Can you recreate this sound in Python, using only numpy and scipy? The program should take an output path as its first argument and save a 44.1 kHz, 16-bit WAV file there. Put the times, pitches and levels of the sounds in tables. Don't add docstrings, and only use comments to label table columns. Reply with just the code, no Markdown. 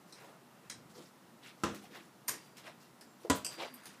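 import sys
import numpy as np
from scipy import signal
from scipy.io import wavfile

SR = 44100
rng = np.random.default_rng(int(sys.argv[2]) if len(sys.argv) > 2 else 0)


def generate_wav(signal):
    frames = np.transpose(np.atleast_2d(signal))
    scaled = np.clip(frames, -1, 1) * 32767
    pcm = np.round(scaled).astype(np.int16)
    wavfile.write(sys.argv[1], SR, pcm)


def decibels_to_gain(level_db):
    exponent = np.asarray(level_db, float) / 20
    return 10 ** exponent


N = 176400
SPAN = SR * 6 // 10

EDGES = 45 * 2 ** np.arange(0, 9, .5)
CENTRES = np.sqrt(EDGES[1:] * EDGES[:-1])
BANK = [signal.butter(2, [low, high], "band", fs=SR, output="sos") for low, high in zip(EDGES, EDGES[1:])]

# pitch in Hz, level in dB per Hz.
AIR_COLOUR = [(29, -55), (50, -48), (162, 4), (365, -2.5), (510, -8), (680, -4.5), (1100, -7), (2360, -17),
              (15300, -26)]
# pitch in Hz, time to fall by 60 dB in seconds.
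YARD_DECAY = [(80, 0.28), (250, 0.42), (1000, 0.29), (3000, 0.34), (8000, 0.24), (15000, 0.14)]
# middle in seconds, length in
# seconds, level in dB, brightest pitch in Hz, hiss in dB.
SCUFFS = [(0.086, 0.056, -66, 5000, 6), (0.229, 0.17, -59.5, 1500, -8.5), (.36, .06, -91, 1500, -22),
          (0.652, 0.047, -64, 1500, -17), (0.902, 0.02, -62.5, 5000, 13), (.98, 0.066, -60, 4000, 10),
          (1.05, 0.063, -64.5, 4000, 2), (2.585, 0.045, -58.5, 2000, -1), (1.462, 0.072, -52.5, 2460, -8),
          (1.703, 0.24, -63, 5070, 17), (1.843, 0.044, -60, 3100, 8), (1.953, 0.078, -52.5, 2140, -8),
          (2.042, 0.073, -68, 5000, 20), (2.44, 0.097, -64, 5840, 36), (2.669, 0.056, -50.5, 2060, -14.5),
          (2.828, 0.091, -66, 4000, 23), (2.93, .06, -84, 3500, -7), (3.228, 0.062, -64, 4000, 8),
          (3.355, 0.028, -48, 11500, -8), (3.52, 0.071, -53, 2360, 7), (3.616, 0.076, -46, 2330, -17),
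          (3.792, 0.45, -62.5, 1600, -7), (3.9, 0.08, -68.5, 3340, 3)]
# middle in seconds, length in seconds, level in dB, pitch in Hz.
THUDS = [(0.228, 0.16, -60, 515), (0.338, .05, -61.5, 694), (0.713, 0.24, -62.5, 154),
         (0.832, 0.11, -63.5, 224), (0.927, 0.18, -65, 196), (0.987, 0.12, -58.5, 424),
         (1.244, 0.051, -73, 204), (1.31, 0.036, -88, 260), (1.905, 0.05, -57.5, 287),
         (1.949, 0.03, -52, 730), (2.07, 0.034, -62, 230), (2.329, 0.098, -56.5, 394),
         (2.666, 0.083, -55, 584), (2.894, 0.035, -66, 118), (3.25, 0.0091, -39.5, 474),
         (3.302, 0.008, -65, 500), (3.482, 0.067, -57.5, 457), (3.603, 0.094, -44.5, 547)]
# start in seconds, peak in dB, high rings in dB, crack in dB,
# low rings in dB.
CLINKS = [(0.1243, -44, -30, -1, -30), (0.6981, -32, -36, -1.5, -36), (1.7465, -40.5, -8, 20, -23),
          (2.2763, -36, -30, -20, -25), (2.2812, -20, -20, -1.5, -27.5), (2.5697, -44.5, -30, 9, -30),
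          (3.0098, -45.5, -35, 3, -38), (3.4467, -23, -11, -6, -11), (3.7393, -39.5, -23, -12, -20),
          (3.836, -49.5, -23, -1, -23), (3.8558, -38, -36, 5.5, -33), (3.9474, -69, -19, 2, -30)]
CLINK_FACES = [0, 1, 1, 6, 2, 1, 7, 3, 4, 5, 5, 5]
CLIP_FACES = [
    [(4130, 210, 6), (5200, 1000, 2.5), (8300, 1200, -4.5)],
    [(1530, 1030, -1), (3260, 230, 3), (4000, 350, 4.5), (5340, 1200, 5.5), (6650, 610, 0.5),
     (8190, 810, 3.5), (9570, 340, -2)],
    [(1070, 210, 1), (1590, 600, -2), (5800, 1600, 1.5), (7000, 450, 2.5), (8900, 760, 8.5),
     (11700, 2100, 5.5)],
    [(2800, 430, 1.5), (5000, 400, 4), (5970, 1100, 6.5), (8070, 910, 10.5), (11700, 600, 2)],
    [(9100, 470, -0.5), (10460, 400, -4), (12160, 600, 5)],
    [(1600, 300, 1), (4400, 690, -2), (6370, 370, 3), (9550, 350, 11.5), (12160, 650, 1)],
    [(1700, 280, -4), (9100, 260, 7)],
    [(1600, 250, 4), (5000, 640, 7), (7730, 3300, -4), (11100, 2000, -20)],
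]
# extra level of first contact in dB, rebound delay in seconds,
# rebound level in dB, extra damping in dB per second.
CONTACTS = [(-2, 0.014, -3.5, 54), (4, 0.016, 2, 50), (1.5, 0.013, 5.5, 8), (6.5, 0.02, 7, 49),
            (1, 0.013, -6, 120), (1.5, 0.015, 2, 55), (-9, .01, 0, 300), (0.5, 0.011, 0, 78)]
# pitch in Hz, level in dB, time to fall by 60 dB in seconds.
POLE_RINGS = [
    [(4745, -5, 1.3), (4795, 0, .4), (4861, 0, .3), (2730, -18, .3)],
    [(7671, 0, .28), (7730, -3, .3), (11350, -10, .25), (9600, -6, .12)],
]
# middle in seconds, length in seconds, level in dB,
# pitch in Hz.
HOLLOWS = [(.25, 0.058, -63, 987), (.99, 0.072, -59.5, 499), (1.0, 0.046, -60, 360),
           (1.85, 0.056, -63, 756), (2.0, 0.042, -63, 337), (3.255, .02, -48, 350),
           (3.6, 0.059, -54.5, 339), (3.63, 0.044, -63, 905), (3.64, 0.03, -53, 2350),
           (3.72, .08, -60.5, 250)]
# middle in seconds, length
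# in seconds, level in dB, pitch in Hz.
CHIRPS = [(.32, .07, -79, 2750), (.58, .07, -77, 2760), (1.27, .06, -80, 2800), (2.21, .03, -76, 2780),
          (2.41, .04, -77, 2730), (2.84, .04, -73, 2740), (3.1, .1, -77, 7400)]
PUNCH_TIMES = [1.6358, 3.2996]
# peak in dB, slap in dB, echo in dB.
PUNCHES = [
    (-18.5, -4.5, -7.5),
    (-11.5, 5, -6),
]
# delay in seconds, level in dB.
WALLS = [(.0037, 1), (.0075, -5), (.0125, -6), (.024, -14)]
# pitch in Hz, level in dB per Hz.
PUNCH_COLOURS = [
    [(35, -43), (60, -6), (320, -1), (889, -13.5), (976, 2), (1150, -4), (1350, -15.5), (7370, -20),
     (15500, -39)],
    [(35, -42), (60, -4), (266, -6), (792, -13), (1020, -2), (1790, -19), (2010, -15.5), (8090, -12),
     (15500, -66)],
]
# pitch in Hz, level in dB, time to fall by 60 dB in seconds.
BALL_RINGS = [
    [(89, -5.5, 0.16), (204, -3, 0.62), (270, -2, .25), (334.3, 8, 0.099), (506, -34, 0.18),
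     (570, -17, 0.33), (820, 0.5, 0.11), (1009, 5, 0.17), (1200, -23, .2), (1222, 2.5, 0.16),
     (1283, 9, 0.089), (1730, -20, 0.13), (1870, -5, .12), (2680, -8, 0.091)],
    [(90, 2.5, 0.1), (197.4, -20, 0.71), (274.4, 12, 0.16), (439, -3.5, 0.28), (457.4, 1, .22),
     (537, 1, 0.16), (620, 1, 0.27), (703, -3.5, 0.29), (980, -14, 0.6), (990, 9.5, 0.2), (1410, 4, 0.14),
     (1660, 1.5, 0.11), (1920, 6.5, .1), (2540, 2, 0.089)],
]
# pitch in Hz, width in Hz, level in dB.
SKIN = [
    [(2450, 1400, -14), (4030, 550, -24), (5700, 970, -6.5)],
    [(3030, 280, -6), (5100, 210, -8), (7770, 3600, -6.5)],
]


def rms_one(x):
    return x / np.sqrt(np.mean(x ** 2) + 1e-20)


def peak_one(x):
    return x / np.abs(x).max()


def add(out, start_s, x, db):
    i = int(start_s * SR)
    out[i:i + len(x)] += decibels_to_gain(db) * peak_one(x)


def at_hz(points, hz):
    table_hz, values = np.array(points).T
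    return np.interp(np.log(hz), np.log(table_hz), values)


def bands(x):
    x = np.atleast_2d(x)
    return np.array([signal.sosfilt(sos, x[k % len(x)]) for k, sos in enumerate(BANK)])


def hump(hz, octaves, skirt_db):
    peak = np.exp(-.5 * (np.log2(CENTRES / hz) / octaves) ** 2)
    skirt = decibels_to_gain(skirt_db) / (1 + (CENTRES / 9000) ** 2)
    return (peak + skirt)[:, None]


def drift(rate_hz):
    r = np.exp(-80 * np.pi * rate_hz / SR)
    slow = signal.lfilter([1], [1, -2 * r, r * r], rng.standard_normal(N // 40 + 2002))[2000:]
    return np.interp(np.arange(N) / 40, np.arange(len(slow)), rms_one(slow))


def resonate(x, peaks):
    out = 0
    for k, (hz, width, db) in enumerate(peaks):
        r = np.exp(-np.pi * width / SR)
        top, bottom = [(1 - r * r) / 2, 0, (r * r - 1) / 2], [1, -2 * r * np.cos(2 * np.pi * hz / SR), r * r]
        out = out + (-1) ** k * decibels_to_gain(db) * signal.lfilter(top, bottom, x)
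    return out


def ring(modes, squeeze):
    settle_s = 0.009
    hz, db, t60 = np.transpose(modes)[:, :, None]
    t = np.arange(SPAN) / SR
    turns = hz * (t + squeeze * settle_s * (1 - np.exp(-t / settle_s)))
    return (decibels_to_gain(db - 60 * t / t60) * np.sin(2 * np.pi * turns)).sum(0)


def echoes(per_s):
    direct_db, growth_s = 9, .02
    t = np.arange(SPAN) / SR
    rate = np.clip(per_s * (1 + (t / growth_s) ** 2) / SR, 0, 1)
    taps = (rng.random((2, SPAN)) < rate) * rng.standard_normal((2, SPAN)) / np.sqrt(rate)
    taps[:, 0] = -decibels_to_gain(direct_db) / np.sqrt(rate[0])
    return bands(taps + 1e-18) * decibels_to_gain(-60 * t / at_hz(YARD_DECAY, CENTRES)[:, None])


def strokes(rows, octaves, attack, noise):
    t, out = np.arange(N) / SR, np.zeros(N)
    for middle_s, length, db, hz, hiss_db in rows:
        near = slice(max(int((middle_s - length) * SR), 0), int((middle_s + length + 1.2) * SR))
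        side = np.where(t[near] < middle_s, attack, .7) * length
        rise = np.clip((t[near] - middle_s) / side, -1, 1)
        power = np.cos(rise * np.pi / 2) ** 2.37
        stroke = np.sqrt(signal.lfilter([.002], [1, -.998], power))
        colour = rms_one((hump(hz, octaves, hiss_db) * noise[:, near]).sum(0))
        out[near] += decibels_to_gain(db) * stroke * colour
    return out


def notes(rows, share):
    out = np.zeros(N + SR)
    for (middle_s, length, db, hz), noise in zip(rows, rng.standard_normal((len(rows), SPAN))):
        peak = [(hz, share * hz, 0)]
        tone = rms_one(resonate(resonate(noise, peak), peak))
        swell = np.hanning(int(2 * length * SR))
        start = int((middle_s - length) * SR)
        out[start:start + len(swell)] += decibels_to_gain(db) * swell * tone[-len(swell):]
    return out[:N]


def air():
    noise = bands(rng.standard_normal((2, N + SR)))[:, SR:]
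    gains = decibels_to_gain(at_hz(AIR_COLOUR, CENTRES))[:, None]
    return decibels_to_gain(-60.5) * rms_one((gains * noise).sum(0))


def scuffs():
    grains_per_s, patchy_db = 1600, 2.5
    grains = (rng.random((2, N)) < grains_per_s / SR) * rng.choice([-1, 1], (2, N))
    grit = bands(rms_one(grains) + 0.21 * rng.standard_normal((2, N)))
    grit = grit * decibels_to_gain([patchy_db * drift(27.0) for _ in grit])
    drags = strokes(SCUFFS, octaves=.6, attack=0.72, noise=grit)
    hiss_db = -40
    thuds = strokes([(*row, hiss_db) for row in THUDS], octaves=0.59, attack=0.36, noise=grit)
    return drags + thuds


def clip_face(x, face):
    blur, out = 2.2, 0
    for hz, width, db in CLIP_FACES[face]:
        once = resonate(x, [(hz, blur * width, db)])
        out = out + resonate(once, [(hz, blur * width, 0)])
    return peak_one(out)


def clinks():
    early_s, rebound_s, wobble_db = .004, .002, 1.2
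    out, t = np.zeros(N + SR), np.arange(SPAN) / SR
    for (start_s, db, high_db, crack_db, low_db), face in zip(CLINKS, CLINK_FACES):
        yard = echoes(per_s=4000)
        crack = peak_one((hump(6000, octaves=2, skirt_db=10) * yard).sum(0))
        clip = clip_face(yard.sum(0), face)
        pole = (decibels_to_gain(low_db) * ring(POLE_RINGS[0], 0) + decibels_to_gain(high_db) * ring(POLE_RINGS[1], 0)) / 2
        pole = pole * decibels_to_gain(wobble_db * drift(50)[:SPAN])
        early_db, lag, rebound_db, damping_db = CONTACTS[face]
        first = early_db * np.exp(-(t / early_s) ** 2)
        rebound = rebound_db * np.exp(-((t - lag) / rebound_s) ** 2)
        knock = (clip + decibels_to_gain(crack_db) * crack) * decibels_to_gain(first + rebound - damping_db * t)
        add(out, start_s, knock + pole * np.minimum(t / early_s, 1), db)
    return out[:N]


def hollows():
    return notes(HOLLOWS, share=.07)


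def chirps():
    return notes(CHIRPS, share=.025)


def ball_body(k):
    tones = ring(BALL_RINGS[k], squeeze=0.037)
    soft = signal.lfilter(*signal.butter(1, 1500, fs=SR), tones)
    return peak_one(soft) * decibels_to_gain(2.5 * drift(90)[:SPAN])


def fist_slap():
    click = np.eye(1, SPAN)[0]
    snap = signal.lfilter([-1, .9], [1, -.75], click)
    return peak_one(signal.lfilter(*signal.butter(2, 9000, fs=SR), snap))


def skin(x, peaks):
    high = signal.sosfilt(signal.butter(2, 2200, "high", fs=SR, output="sos"), x)
    plain_share = .45
    return x + (plain_share - 1) * high + resonate(high, peaks)


def punches():
    out = np.zeros(N + SR)
    for k, (start_s, (db, slap_db, echo_db)) in enumerate(zip(PUNCH_TIMES, PUNCHES)):
        gains = decibels_to_gain(at_hz(PUNCH_COLOURS[k], CENTRES))[:, None]
        body = ball_body(k)
        slap = decibels_to_gain(slap_db) * fist_slap()
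        returned = slap - decibels_to_gain(-24.0) * body
        walls = sum(decibels_to_gain(wall_db) * np.roll(returned, int(lag * SR)) for lag, wall_db in WALLS)
        yard = peak_one(skin((gains * echoes(per_s=3000)).sum(0), SKIN[k]))
        add(out, start_s, slap - decibels_to_gain(2) * body + walls + decibels_to_gain(echo_db + 4) * yard, db)
    return out[:N]


def scene():
    mix = air() + scuffs() + clinks() + hollows() + chirps() + punches()
    return mix[None, :]


def low_pass(x):
    return signal.sosfilt(signal.butter(12, 16470, fs=SR, output="sos"), x)


def record(dry):
    low_cut = signal.butter(6, 69, "high", fs=SR, output="sos")
    top_cut = signal.cheby2(10, 30, 15650, fs=SR, output="sos")
    mix = signal.sosfilt(np.vstack([low_cut, top_cut]), dry)
    return low_pass(mix)


dry = scene()
out = record(dry)
generate_wav(out)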